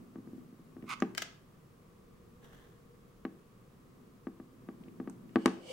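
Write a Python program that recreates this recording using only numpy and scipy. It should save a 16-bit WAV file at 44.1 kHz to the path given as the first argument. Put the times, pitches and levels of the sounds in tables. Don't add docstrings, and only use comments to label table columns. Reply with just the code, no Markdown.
import sys
import numpy as np
from scipy import signal
from scipy.fft import rfft, irfft
from scipy.io import wavfile
from scipy.ndimage import uniform_filter1d

SR = 44100
rng = np.random.default_rng(int(sys.argv[2]) if len(sys.argv) > 2 else 0)


def to_wav(sig):
    pcm = np.clip(np.atleast_2d(sig), -1, 1) * 32767
    pcm = np.round(pcm).astype(np.int16)
    wavfile.write(sys.argv[1], SR, pcm.T)


N = 252252
TIME = np.arange(N) / SR
RING_TIME = TIME[:SR // 3]
BAND_LIMIT_HZ = 15950


def amp(db):
    return 10 ** (np.asarray(db) / 20)


def unit(x):
    return x / np.sqrt(np.mean(x ** 2) + 1e-20)


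def curve_at(points, hz):
    f, value = np.transpose(points)
    return np.interp(np.log(hz + 1), np.log(f), value)


def decay(t60):
    return np.exp(-np.log(1000) * RING_TIME / t60)


def envelope(at, hold_s, db, rise_s, fade_s):
    early, late = np.maximum(at - TIME, 0), np.maximum(TIME - at - hold_s, 0)
    return amp(db - 20 * (early / rise_s + late / fade_s))


def pan(db):
    return amp(np.array([[db], [-db]]) / 2)


def add(mix, at, sound):
    part = mix[..., max(round(at * SR), 0):][..., :sound.shape[-1]]
    part += sound[..., :part.shape[-1]]


def lowpass(x, hz):
    pole = np.exp(-2 * np.pi * hz / SR)
    return signal.lfilter([1 - pole], [1, -pole], x)


def bandpass(x, low_hz, high_hz, order=2):
    return signal.sosfilt(signal.butter(order, [low_hz, high_hz], "bandpass", fs=SR, output="sos"), x)


def fluctuation(hz):
    return unit(lowpass(rng.standard_normal(N), hz))


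def ring(modes):
    return sum(amp(db) * decay(t60) * np.cos(2 * np.pi * hz * RING_TIME) for hz, db, t60 in modes)


# f/Hz, correlation
COHERENCE = [(100, 1), (450, 0.5), (1200, 0.09), (3000, 0.12), (8000, 0.31), (16000, 0.41)]
# f/Hz, level/dB
FLAT = [(20, 0), (20000, 0)]
def noise(spectrum, size=N):
    hz = np.fft.rfftfreq(size, 1 / SR)
    shared, apart = rfft(rng.standard_normal((2, size)))
    correlation = curve_at(COHERENCE, hz)
    mid, side = shared * np.sqrt(1 + correlation), apart * np.sqrt(1 - correlation)
    channels = np.array([mid + side, mid - side])
    return unit(irfft(channels * amp(curve_at(spectrum, hz)), size))


def snap(hz, t60, width=1.26, grit=1.0):
    fade = decay(t60)
    burst = grit * noise(FLAT, size=len(RING_TIME)) * fade + (RING_TIME == 0)
    band = bandpass(burst, hz / width, min(hz * width, BAND_LIMIT_HZ))
    return unit(band) * np.sqrt(np.mean(fade ** 2))


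# f/Hz, T60/s
ROOM_T60 = [(150, 0.38), (400, 0.62), (1000, 0.44), (3000, .42), (7000, .35), (15000, 0.047)]
def reverb(x, build_s=0.0013):
    hz, t, bands = signal.stft(noise(FLAT, size=SR // 2), SR, nperseg=256)
    build_up = 1 - np.exp(-t / build_s)
    bands *= build_up * np.exp(-np.log(1000) * t / curve_at(ROOM_T60, hz)[:, None])
    tail = signal.istft(bands, SR, nperseg=256)[1]
    return signal.fftconvolve(x, tail / np.linalg.norm(tail[0]), axes=1)[:, :N]


# f/Hz, relative level/dB
FLOOR_SPECTRUM = [(20, -9), (38, -7.5), (85, -8), (120, 1.5), (190, -0.5), (290, -7.5), (360, -7),
                  (490, -8.5), (600, -16.5), (880, -20), (1150, -12.5), (1450, -22), (4000, -31.5),
                  (15800, -36.5)]
DRONE_SPECTRUM = [(20, -7), (36, 0.5), (65, 0.5), (110, -16), (170, -2), (200, -4), (240, -6.5),
                  (430, -12.5), (480, 2.5), (560, -46), (3000, -57)]
def background(whine_hz=15734):
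    floor = amp(-59.5) * noise(FLOOR_SPECTRUM)
    drone = noise(DRONE_SPECTRUM) * envelope(at=1.97, hold_s=0.91, db=-63, rise_s=0.44, fade_s=2.5)
    whine = amp(-89) * np.sin(2 * np.pi * whine_hz * TIME)
    return floor + drone + whine


def friction(strokes, spectrum, grain_db, grain_hz):
    grain = unit(amp(grain_db * fluctuation(grain_hz)))
    return noise(spectrum) * grain * np.max(strokes, axis=0)


# t/s, hold/s, level/dB
FINGER_PRESSES = [(0, .02, -51.5), (0.298, .13, -53), (0.844, 0.36, -55), (3.977, 0.13, -61.5),
                  (4.75, 0.6, -54.5)]
# f/Hz, relative level/dB
TREMOR_SPECTRUM = [(60, -49), (130, -8.5), (172, -2.5), (210, -4), (255, 2), (295, -11.5), (350, -7),
                   (480, -22.5), (650, -26), (1300, -33.5), (3000, -48)]
def finger_tremor():
    strokes = [envelope(at, hold_s, db, rise_s=0.52, fade_s=0.21) for at, hold_s, db in FINGER_PRESSES]
    return friction(strokes, TREMOR_SPECTRUM, grain_db=1.0, grain_hz=35)


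# t/s, level/dB
FINGER_RUBS = [(2.437, -61), (2.526, -59.5), (2.6, -62.5)]
# f/Hz, relative level/dB
SKIN_SPECTRUM = [(300, 5), (800, 2.5), (1300, -1.5), (1750, 6.5), (2400, -12), (3200, -2), (4800, -17),
                 (6100, -11), (8000, -18), (15000, -19)]
def finger_rubs():
    strokes = [envelope(at, hold_s=0.018, db=db, rise_s=0.032, fade_s=0.23) for at, db in FINGER_RUBS]
    return friction(strokes, SKIN_SPECTRUM, grain_db=2.5, grain_hz=90)


# t/s at full speed, hold/s, drive level/dB
HAND_SLIDES = [(5.419, 0.076, -57), (5.702, .03, -46)]
# f/Hz, relative level/dB
SLIDE_SPECTRUM = [(150, -12), (500, 4), (8500, 4.5), (10500, -1.5), (15000, -9)]
# f/Hz, relative level/dB, T60/s
SCRAPE_MODES = [(517, 7.5, 0.063), (1050, -22, 0.0041), (2320, -1, 0.017), (2940, 9, 0.01),
                (4400, 4, 0.0028), (5800, -18, 0.0035), (7800, 3.5, 0.0015)]
def hand_slide():
    strokes = [envelope(at, hold_s, db, rise_s=0.11, fade_s=0.25) for at, hold_s, db in HAND_SLIDES]
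    drive = friction(strokes, SLIDE_SPECTRUM, grain_db=0.5, grain_hz=149)
    response = ring(SCRAPE_MODES)
    scrape = signal.fftconvolve(drive, response[None] / np.linalg.norm(response), axes=1)[:, :N]
    return amp(-2.5) * scrape * pan(-1.8)


# t/s,
# level/dB, centre f/Hz, left over right/dB
PLASTIC_TICKS = [(0.8239, -55, 2020, 0), (0.8912, -52.5, 12700, -1), (1.0013, -43, 1357, -4),
                 (1.0025, -46, 5670, -5), (4.837, -58, 2600, 1), (4.883, -58.5, 2240, 6),
                 (5.0975, -51.5, 7400, -3), (5.0972, -48, 1100, -1), (5.2928, -60, 2033, -4)]
def plastic_ticks(room_db=-13):
    out = np.zeros((2, N))
    for at, db, hz, pan_db in PLASTIC_TICKS:
        add(out, at, amp(db) * pan(pan_db) * snap(hz, t60=0.017))
    return out + amp(room_db) * reverb(out)


# f/Hz, relative level/dB, T60/s
TRIGGER_MODES = [(1176, 12, 0.014), (2130, 6.5, 0.012), (2400, -2, 0.014), (3500, -21, 0.011),
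                 (4800, -18, 0.0042), (6300, -10, 0.0032), (8900, -5, 0.0027)]
def trigger_creak(at=0.8998, hold_s=0.039, slowing_s=0.042, first_hz=950, last_hz=230, room_db=-13):
    end = at + hold_s
    slip_hz = np.interp(TIME, [end - slowing_s, end], [first_hz, last_hz])
    slip_hz *= np.exp(0.45 * fluctuation(hz=400))
    slips = np.diff(np.floor(np.cumsum(slip_hz) / SR), prepend=0)
    slips *= amp(3 * rng.standard_normal(N))
    grip = amp(2 * fluctuation(hz=120))
    grit = 0.093 * rng.standard_normal((2, N))
    response = bandpass(ring(TRIGGER_MODES), 950, 8000)
    creak = signal.fftconvolve(grip * (slips + grit), response[None], axes=1)[:, :N]
    running_rms = np.sqrt(uniform_filter1d(creak ** 2, size=800))
    force = envelope(at, hold_s, db=-39, rise_s=0.024, fade_s=0.012)
    creak = creak / running_rms * force * pan(-5)
    return creak + amp(room_db) * reverb(creak)


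# t/s, relative level/dB, T60/s
TRIGGER_IMPACTS = [(1.1501, -37.5, 0.009), (1.1747, -38, 0.012), (1.1787, -24, 0.022), (1.2185, -40, 0.025),
                   (1.221, -31, 0.016), (1.2238, -31.5, 0.019)]
# f/Hz, relative level/dB
SHELL_SPECTRUM = [(300, 4.5), (900, -3.5), (1600, 2), (3200, -1.5), (5500, -4), (7500, -7.5),
                  (10000, -18.5), (15500, -18.5)]
# f/Hz, relative level/dB, T60/s
GUN_MODES = [(663, -12, 0.028), (1602, -7, 0.035), (2030, -8.5, 0.034), (2190, -25, 0.046),
             (3090, -13.5, 0.077)]
def gun_clacks(rattle_db=-25, ring_db=-3, cutoff_hz=600, room_db=-11):
    out = np.zeros((2, N))
    for at, db, t60 in TRIGGER_IMPACTS:
        fade = decay(t60) + amp(rattle_db) * decay(t60=0.22)
        crack = noise(SHELL_SPECTRUM, size=len(RING_TIME)) * fade
        add(out, at, amp(db) * (crack + amp(ring_db) * ring(GUN_MODES)))
    out = signal.sosfilt(signal.butter(2, cutoff_hz, "highpass", fs=SR, output="sos"), out)
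    return out * pan(2) + amp(room_db) * reverb(out)


# t/s, force level/dB, contact cutoff f/Hz
STAR_IMPACTS = [(0.1577, -40.5, 710), (0.1846, -39.5, 297), (0.2742, -44.5, 569), (0.3324, -39, 340),
                (0.3808, -41.5, 302), (0.5265, -45, 295), (0.595, -47, 294), (0.767, -42.5, 690),
                (0.8274, -39, 300), (0.8409, -39.5, 444), (1.0226, -23.5, 1830), (1.0275, -32.5, 1170),
                (3.2514, -32.5, 1590), (4.27, -34, 950), (4.4, -41.5, 760), (4.6882, -38.5, 1100),
                (4.88, -43.5, 412), (5.0006, -33.5, 764), (5.0753, -35, 880), (5.0973, -42.5, 350),
                (5.3583, -21, 1670), (5.3669, -27, 900), (5.4586, -19.5, 2600), (5.479, -30.5, 1900)]
# f/Hz, relative level/dB, T60/s
WOOD_MODES = [(154.6, -39.5, 1), (187, -10, 0.3), (215, -6.5, 0.087), (249, -17, 0.15), (258.6, -5, 0.12),
              (331.5, -2.5, 0.08), (376.4, -14.5, 0.22), (430.2, -10.5, 0.26), (692, -18.5, 0.05),
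              (778, -10.5, 0.05), (1121, -2.5, 0.042), (1507, -2.5, 0.013), (1700, -6.5, 0.023),
              (1970, -50, 0.064), (2590, -10, 0.011)]
# delay/s, amplitude ratio
REFLECTIONS = [(.00305, 0.8), (.00402, 0.42), (0.013, 0.19)]
def star_knocks(room_db=-18):
    response = -bandpass(ring(WOOD_MODES), 112, 4000, order=3)
    knocks = np.zeros(N)
    for at, db, contact_hz in STAR_IMPACTS:
        add(knocks, at, amp(db) * lowpass(lowpass(response, contact_hz), contact_hz))
    reflected = lowpass(knocks, hz=1500)
    for delay, ratio in REFLECTIONS:
        add(knocks, delay, ratio * reflected)
    bass = lowpass(knocks, hz=380)
    treble = knocks - bass
    stereo = bass * pan(1) + treble * pan(3)
    return stereo + amp(room_db) * reverb(stereo)


# centre f/Hz, level/dB re force, T60/s, loss/dB per octave of softer contact
EDGE_BANDS = [(900, -3, 0.028, 15), (2230, -3, 0.0065, 19.5), (4400, -9, 0.013, 27),
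              (7200, -11.5, 0.0098, 35), (12000, -20, 0.0053, 51)]
def star_cracks(hardest_hz=2600, room_db=-13):
    out = np.zeros((2, N))
    for at, db, contact_hz in STAR_IMPACTS:
        octaves_softer = np.log2(hardest_hz / contact_hz)
        for hz, band_db, t60, loss_db in EDGE_BANDS:
            gain = amp(db + band_db - loss_db * octaves_softer)
            add(out, at, gain * snap(hz, t60, width=1.35, grit=0.87))
    return out * pan(4) + amp(room_db) * reverb(out)


def scene():
    out = background() + finger_tremor() + finger_rubs() + hand_slide() + plastic_ticks()
    return out + trigger_creak() + gun_clacks() + star_knocks() + star_cracks()


def record(dry):
    taps = signal.firwin(511, BAND_LIMIT_HZ, window=("kaiser", 9), fs=SR)
    return signal.oaconvolve(dry, taps[None], "same")


dry = scene()
out = record(dry)
to_wav(out)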